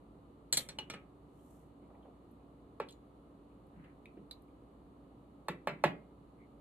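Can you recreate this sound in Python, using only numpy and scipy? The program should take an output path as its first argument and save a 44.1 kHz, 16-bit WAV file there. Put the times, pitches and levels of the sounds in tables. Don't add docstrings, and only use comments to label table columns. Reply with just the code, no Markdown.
import sys
import numpy as np
from scipy import signal
from scipy.fft import rfft, irfft, next_fast_len
from scipy.io import wavfile
from scipy.ndimage import uniform_filter1d

SR = 44100
rng = np.random.default_rng(int(sys.argv[2]) if len(sys.argv) > 2 else 0)


def unload_audio(sound):
    columns = np.transpose(np.atleast_2d(sound))
    steps = np.round(np.clip(columns, -1, 1) * 32767)
    wavfile.write(sys.argv[1], SR, steps.astype(np.int16))


N = 291188
SIZE = 24576
T = np.arange(SIZE) / SR

# (time [s], contact level [dB], treble tilt [dB/octave], chatter decay setting [s],
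# then sends to far jar, near jar, jar neck, blade flat, blade edge [dB])
CLINKS = [(.5255, -24.5, -3.5, 0.14, -26, -47, -51, -59, -56),
          (.5705, -24.5, -2.5, 0.052, -50, -31, -51, -44, -57),
          (.6875, -33, -10.5, 0.047, -68, -50.5, -59.5, -65, -42),
          (.7862, -28, -12.5, 0.025, -51, -75, -61, -31, -74),
          (.8990, -28, -11.5, .06, -62.5, -58, -44.5, -47, -49),
          (.9368, -28.5, -24, 0.05, -70, -50, -52, -41, -46)]
# (time [s], blow level [dB], treble tilt [dB/octave],
# then sends to thud, stove top, boom, glass ring, jar foot, against the blow [dB])
KNOCKS = [(2.7995, -25.5, -3, 2.73, -20.5, -31, -29.5, -11),
          (5.4836, -28.5, 1.24, 1.9, -10, -12, -34, -14.5), (5.6720, -23.5, -1, 2.6, -12.5, -20, -29, -16),
          (5.8385, -14, -1.6, 3.2, -14, -19, -30, -26.5)]
# (time [s], send level [dB], pitch [Hz], crackle decay setting [s],
# bell width [octaves], wide fizz [dB])
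POPS = [(1.948, -68.5, 2150, .12, .08, -40), (2.028, -71, 3150, .1, .1, -40),
        (2.3127, -71, 11950, .07, .14, -24), (2.8865, -53, 3480, .14, .17, -18),
        (2.8875, -56, 4150, .16, .14, -20), (2.9075, -58, 8150, .03, .08, -16),
        (2.9235, -63, 7000, .08, .09, -13), (2.9250, -63.5, 4100, .072, .12, -24),
        (3.6677, -75, 13100, .021, .2, -14), (3.8420, -61, 1870, .081, .4, -30),
        (4.0568, -53, 2300, .015, .11, -36), (4.0572, -65, 3700, .015, .12, -24),
        (4.3105, -44, 3950, .04, .08, -25), (4.3115, -46.5, 4330, .025, .06, -22),
        (4.4215, -69, 12900, .012, .3, -14)]
# (time [s], level [dB], centre [Hz], decay setting [s])
BUMPS = [(1.824, -56, 280, .22), (1.903, -60, 620, .14), (1.942, -58.5, 560, .35), (2.010, -62, 580, .06),
         (2.050, -53.5, 560, .3), (3.759, -57, 175, .3), (4.170, -50, 280, .17)]
# (start [s], length [s], level [dB], centre [Hz], bell width [octaves])
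RUBS = [(1.24, 0.48, -77, 9000, 0.38), (1.80, 0.26, -69.5, 744, 0.3), (3.71, 0.26, -69, 1728, 0.31),
        (6.36, 0.12, -71.5, 2133, 0.074)]

FAR_JAR = [(1927, -17, .06), (2931, -13, .06), (3090, -14, .05), (3367, -8, .05), (3950, -8, .04),
           (4158, 1, .05), (4306, 4, .05), (4540, -10, .12), (5488, -10, .11), (7305, -.5, .13),
           (8030, -2, .08), (8760, -8, .04), (10070, -14, .11), (10350, -12, .04), (11280, -18, .08),
           (11800, -13, .064), (12870, -13, .04)]
NEAR_JAR = [(1943, -16, .1), (2164, -15, .1), (3321, -8, .06), (4153, 2.5, .07), (4365, -3, .08),
            (4486, -7, .07), (4575, -7, .11), (5450, -8, .1), (6206, -4, .05), (6844, -6, .05),
            (7212, 2, .06), (7299, -3, .085), (8030, -1, .08), (8256, -7, .09), (8896, -1, .05),
            (9200, -3, .065), (9965, 1, .065), (10057, -7, .08), (11250, -9, .05), (12890, -12, .08),
            (14660, -7, .04)]
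NECK = [(1270, -9, 0.3), (1380, -0.5, 0.072), (1785, -6, .07), (2150, 2, 0.051), (2410, 3, 0.078),
        (2820, -2, 0.045), (3320, -2, 0.048), (4240, -8.5, .08), (5490, 3, 0.084), (5900, -14, .07),
        (7200, -13.5, .06), (8400, -20, .1), (10950, -14, 0.062)]
BLADE = [(861, -12, .1), (2013, -17, .06), (2382, -13, .05), (2672, -7, .05), (2900, 0, .033),
         (3080, -3, .03), (2914, -10, .14), (3250, -5, .03), (3547, -14, .06), (4201, -10, .08),
         (5927, -7, .045), (7910, -19, .07)]
BLADE_EDGE = [(4200, 2, .08), (5320, -3, .07), (5880, 0, .05), (6015, -9, .11), (7920, 4, .07),
              (9890, -1, .05), (11050, -13, .07), (12840, -11, .05)]
THUD = [(440, -11, .04), (575, 1.5, .032), (865, 7, .036), (1120, 7, .04), (1330, 0, .028), (1720, 3, .028),
        (1950, 2, .02), (2270, 6, .024), (2530, 3, .026), (2950, -3, .025), (3750, -8, .028)]
FOOT = [(240, -12, .2), (298, -6, .22), (384, 0, .16), (511, -9, .12), (592, -8, .12), (700, -9, .08),
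        (899, -6, .11), (1357, -2, .1), (1755, -10, .08), (2929, -17, .14), (3806, -25, .15),
        (5464, -29, .15)]
STOVE = [(473, -9, .16), (530, -11, .13), (592, -18, .13), (807, -9, .14), (1120, -9, .12),
         (1688, -10, .13), (1762, -11, .08), (1920, -19, .18), (2238, -10, .13), (2514, -15, .13),
         (2665, -7, .14), (2935, -18, .16), (3740, -21, .15)]
BOOM = [(146, -5, .3), (167, 0, .3), (189, -3, .28), (214, -12, .25), (262, -12, .22)]

# (frequency [Hz], relative density [dB per Hz])
CONTACT = [(60, -9.5), (200, -10.5), (600, -10.5), (1400, -15), (2050, -14), (2700, -17), (3400, -2.5),
           (4400, 4.5), (5200, -10.5), (6100, 1), (7400, 2.5), (9300, 0), (12500, -2.5), (15000, -14.5)]
# (frequency [Hz], relative density [dB per Hz])
RATTLE = [(60, -30), (140, 3.5), (300, 0), (450, 17), (1150, 4.5), (1450, -9), (2200, 3.5), (3000, -2.5),
          (4100, -7.5), (5600, -19.5), (7400, -17), (10500, -14.5), (13000, -11), (15500, -20)]
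# (frequency [Hz], relative density [dB per Hz])
SHEET = [(100, -11), (300, 7), (550, 5.5), (680, 1), (1200, -1.5), (1500, -2), (1800, -1), (2400, -2),
         (2700, -5.5), (2900, -9.5), (4300, -15), (5200, -27), (15000, -46.5)]
# (frequency [Hz], gain [dB])
KNOCK_TONE = [(450, -3.5), (750, -4), (1150, -3), (1500, 1.5), (2400, -1.5), (3000, -6), (4400, 3.5),
              (8000, -3.5)]
# (frequency [Hz], gain [dB])
CUSHION = [(120, -40.5), (280, -23), (450, 3.5), (2700, -18.5), (5500, -47), (15000, -67.0)]
# (frequency [Hz], gain [dB])
FLESH = [(2800, 7.0), (5000, -26), (15000, -24)]

# (frequency [Hz], gain [dB])
ROOM_COLOUR = [(60, -3), (100, 7), (155, 15), (260, 4), (500, -1), (1000, -1), (2300, 5.5), (4000, 7),
               (8000, -1.5), (14000, 0.5)]
# (frequency [Hz], T60 [s])
ROOM_T60 = [(100, 0.59), (300, 0.43), (800, 0.28), (2300, 0.26), (4500, 0.099), (8000, 0.19), (14000, 0.17)]
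# (frequency [Hz], correlation [1])
LIKENESS = [(50, .99), (300, 0.9), (600, 0.64), (900, 0), (1200, 0), (2000, 0), (15000, .15)]
# (frequency [Hz], lag [ms])
LEFT_LAG = [(850, 0), (1080, .11), (1500, 0), (1900, .03), (2600, .07), (3500, .07), (4300, .082),
            (15000, .11)]
# (frequency [Hz], left minus right [dB])
BALANCE_DB = [(60, 0), (350, -1.45), (700, -2.5), (1200, 0.5), (2300, 0), (8000, 0.3)]
# (frequency [Hz], relative density [dB per Hz])
AIR = [(20, -38), (35, -24), (50, -1.5), (66, -15), (90, -7), (135, -5), (290, -4.5), (400, -8),
       (600, -13.5), (1260, -18.5), (1500, -32), (3000, -38), (4300, -38.5), (5400, -58)]
# (frequency [Hz], relative density [dB per Hz])
HISS = [(3000, -21), (5400, -8), (6400, -1), (7600, 1.5), (10000, 2.5), (13300, -4), (14300, -11),
        (16000, -18)]
# (frequency [Hz], rms level [dB])
HUM = [(59.4, -67.5), (285.3, -66), (2923, -95.5)]

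AIR_DB, HISS_DB = -59.5, -90
EDGE_HZ = 15100
DULL_ABOVE_HZ = 1650
RING_TILT_SHARE = .35
CLINK_STOVE_DB = -21
KNOCK_PIVOT_HZ = 508
SHEET_T60_S, SHEET_RISE_S = .2, 0.0065
POP_PING_DB, POP_CYCLES = -10, 45
SEEP_DB, SEEP_SPREAD_DB, SEEP_HZ, SEEP_OCTAVES, SEEP_T60_S = -77, 1, 2390, 0.27, 0.12
SEEP_WIDTH_OCTAVES, SEEP_FIZZ_DB = 0.12, -50
BUMP_OCTAVES, BUMP_SKIRT_DB = 0.38, -34
RUB_SWELL, RUB_GRIT_DB = 0.59, 1.5


def clink(db, tilt_db, t60, far_db, near_db, neck_db, blade_db, edge_db):
    attack = onset(rise_s=.0006)
    clatter = burst(t60, peaky_db=6)
    contact = amp(db) * blow(colour(clatter, lambda f: read(CONTACT, f)))
    chatter = in_kitchen(hardness(contact, tilt_db, DULL_ABOVE_HZ) * attack, room_db=-8.0)

    struck = ((far_db, FAR_JAR), (near_db, NEAR_JAR), (neck_db, NECK),
              (blade_db, BLADE), (edge_db, BLADE_EDGE))
    rings = sum(amp(level_db) * ring(modes) for level_db, modes in struck)
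    glassy = hardness(rings * attack, RING_TILT_SHARE * tilt_db, DULL_ABOVE_HZ)

    below = stove_top() + amp(-9) * jar_foot()
    return chatter + in_kitchen(glassy, room_db=-13.5) + amp(db + CLINK_STOVE_DB) * below


def knock(db, tilt_db, thud_db, top_db, boom_db, glass_db, foot_db):
    attack = onset(rise_s=.001)
    thud = amp(thud_db) * colour(blow(ring(THUD) * attack), lambda f: read(CUSHION, f))
    clatter = burst(t60=0.025, peaky_db=-3.0) * attack
    rattle = amp(-9.5) * blow(colour(clatter, lambda f: read(RATTLE, f)))
    touch = burst(t60=0.02, peaky_db=5)
    tick = amp(-33.0) * blow(colour(touch, lambda f: read(CONTACT, f)))
    glass = amp(glass_db) * ring(FAR_JAR)

    jar = colour(thud + rattle + tick + glass, lambda f: read(KNOCK_TONE, f))
    hit = in_kitchen(hardness(jar, tilt_db, KNOCK_PIVOT_HZ), room_db=-12.5)
    boom = amp(boom_db) * ring(BOOM) * onset(rise_s=0.013)
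    return amp(db) * (hit + amp(top_db) * stove_top() + amp(foot_db) * jar_foot() + boom)


def stove_top():
    shimmer = burst(SHEET_T60_S) * onset(SHEET_RISE_S)
    sheet = blow(colour(shimmer, lambda f: read(SHEET, f)))
    tones = amp(-3.0) * ring(STOVE) * onset(rise_s=0.0029)
    return in_kitchen(sheet, room_db=-9.5) + in_kitchen(tones, room_db=-20.0)


def jar_foot():
    return in_kitchen(ring(FOOT) * onset(rise_s=0.0054), room_db=-15) * amp(-5.5)


def pop(db, hz, t60, octaves, fizz_db):
    snap = amp(-20.5) * blow(burst(t60=0.0045)) + blow(burst(t60, peaky_db=6.0))
    crackle = amp(-6.0) * blow(colour(snap, lambda f: hump(f, hz, octaves, fizz_db)))
    tone = ring([(hz, 0, POP_CYCLES / hz)]) * onset(rise_s=0.0008)
    ping = amp(POP_PING_DB) * blow(tone)
    return in_kitchen(amp(db) * (crackle + ping), room_db=-11)


def seeping(count):
    times = rng.uniform(0, N / SR, count)
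    rows = []
    for s, (loud, high) in zip(times, rng.standard_normal((count, 2))):
        db = SEEP_DB + SEEP_SPREAD_DB * loud
        hz = SEEP_HZ * 2 ** (SEEP_OCTAVES * high)
        rows.append((s, db, hz, SEEP_T60_S, SEEP_WIDTH_OCTAVES, SEEP_FIZZ_DB))
    return rows


def bump(db, hz, t60):
    push = colour(burst(t60), lambda f: hump(f, hz, BUMP_OCTAVES, BUMP_SKIRT_DB) + read(FLESH, f))
    return in_kitchen(amp(db) * blow(push), room_db=-7)


def rub(length_s, db, hz, octaves):
    stroke = np.interp(T / length_s, [0, RUB_SWELL, 1], [0, 1, 0])
    grit = evened(uniform_filter1d(rng.standard_normal(SIZE), size=300))
    catches = evened(amp(RUB_GRIT_DB * grit))
    friction = colour(diffuse(SIZE) * catches, lambda f: hump(f, hz, octaves, skirt_db=-76))
    return amp(db) * stroke * evened(friction)


def in_kitchen(x, room_db, build_s=0.00073, bass_cycles=0.32):
    hz, t, z = signal.stft(diffuse(SIZE), SR, nperseg=256)
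    rise_s = build_s + bass_cycles / (hz[:, None] + 100)
    z = z * fade(read(ROOM_T60, hz)[:, None], t) * (1 - np.exp(-(t / rise_s) ** 2))
    tail = signal.istft(z, SR, nperseg=256)[1][:, :SIZE]
    tail = colour(tail / np.linalg.norm(tail[0]), lambda f: read(ROOM_COLOUR, f))

    hz = np.fft.rfftfreq(2 * SIZE, 1 / SR)
    lag = np.exp(-2j * np.pi * hz * read(LEFT_LAG, hz) / 1000)
    left = irfft(rfft(x, 2 * SIZE) * lag)[:SIZE]
    direct = np.array([left, x])
    return direct + amp(room_db) * signal.fftconvolve(x[None], tail, axes=1)[:, :SIZE]


def room_tone():
    size = next_fast_len(N)
    air = amp(AIR_DB) * evened(colour(diffuse(size), lambda f: read(AIR, f)))
    fizz = rng.standard_normal((2, size)) + 0.27 * rng.standard_normal(size)
    hiss = amp(HISS_DB) * evened(colour(fizz, lambda f: read(HISS, f)))
    t, hum = np.arange(N) / SR, 0
    for hz, db in HUM:
        drift = 2.5 * np.cumsum(rng.standard_normal(N)) / np.sqrt(SR)
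        hum = hum + amp(db) * np.sqrt(2) * np.sin(2 * np.pi * hz * t + drift)
    return (air + hiss)[:, :N] + hum


def ring(modes):
    total = 0
    for k, (hz, db, t60) in enumerate(modes):
        total = total + (-1) ** k * amp(db) * fade(t60) * np.sin(2 * np.pi * hz * T)
    return total


def burst(t60, peaky_db=0):
    x = rng.standard_normal(SIZE)
    for _ in range(2):
        x = irfft(np.exp(1j * np.angle(rfft(x * fade(t60)))))
    grid = np.arange(0, SR / 2, 110)
    chance = np.clip(rng.standard_normal(len(grid)), -1.6, 1.6)
    peaks_db = peaky_db * chance * np.minimum(grid / 3000, 1)
    return colour(x * fade(2 * t60 + 0.17), lambda f: np.interp(f, grid, peaks_db))


def onset(rise_s):
    return 1 - np.exp(-T / rise_s)


def hardness(x, tilt_db, pivot_hz):
    return colour(x, lambda f: tilt_db * np.log2(np.clip(f, pivot_hz, 8000) / pivot_hz))


def diffuse(size):
    a, b = rfft(rng.standard_normal((2, size)))
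    same = np.clip(read(LIKENESS, np.fft.rfftfreq(size, 1 / SR)), -1, 1)
    mid, side = a * np.sqrt((1 + same) / 2), b * np.sqrt((1 - same) / 2)
    return irfft(np.array([mid + side, mid - side]), size)


def colour(x, curve):
    size = x.shape[-1]
    log_gain = np.log(amp(curve(abs(np.fft.fftfreq(size, 1 / SR)))))
    response = np.exp(np.conj(signal.hilbert(log_gain)))
    return irfft(rfft(x) * response[:size // 2 + 1], size)


def hump(hz, centre_hz, octaves, skirt_db):
    bell = np.exp(-(np.log2((hz + 1) / centre_hz) / octaves / 2) ** 2)
    return 20 * np.log10(bell + amp(skirt_db))


def fade(t60, t=T):
    return np.exp(-np.log(1000) * t / t60)


def amp(db):
    return 10 ** (np.asarray(db) / 20)


def evened(x):
    return x / np.sqrt(np.mean(x ** 2) + 1e-30)


def blow(x):
    return x * np.sqrt(SR / 100 / np.sum(x ** 2))


def read(points, hz):
    f, value = np.transpose(points)
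    return np.interp(np.log(hz + 1), np.log(f + 1), value)


def add(mix, s, sound):
    part = mix[:, round(s * SR):][:, :sound.shape[1]]
    part += sound[:, :part.shape[1]]


def scene():
    mix = room_tone()
    layers = ((CLINKS, clink), (KNOCKS, knock), (POPS, pop), (seeping(count=10), pop),
              (BUMPS, bump), (RUBS, rub))
    for table, source in layers:
        for s, *row in table:
            add(mix, s, source(*row))
    return mix


def record(dry):
    lean_db = read(BALANCE_DB, np.fft.rfftfreq(N, 1 / SR)) / 2
    ported = irfft(rfft(dry) * amp([lean_db, -lean_db]), N)
    low_pass = signal.firwin(255, EDGE_HZ, window=("kaiser", 9), fs=SR)
    return signal.oaconvolve(ported, low_pass[None], "same")


dry = scene()
out = record(dry)
unload_audio(out)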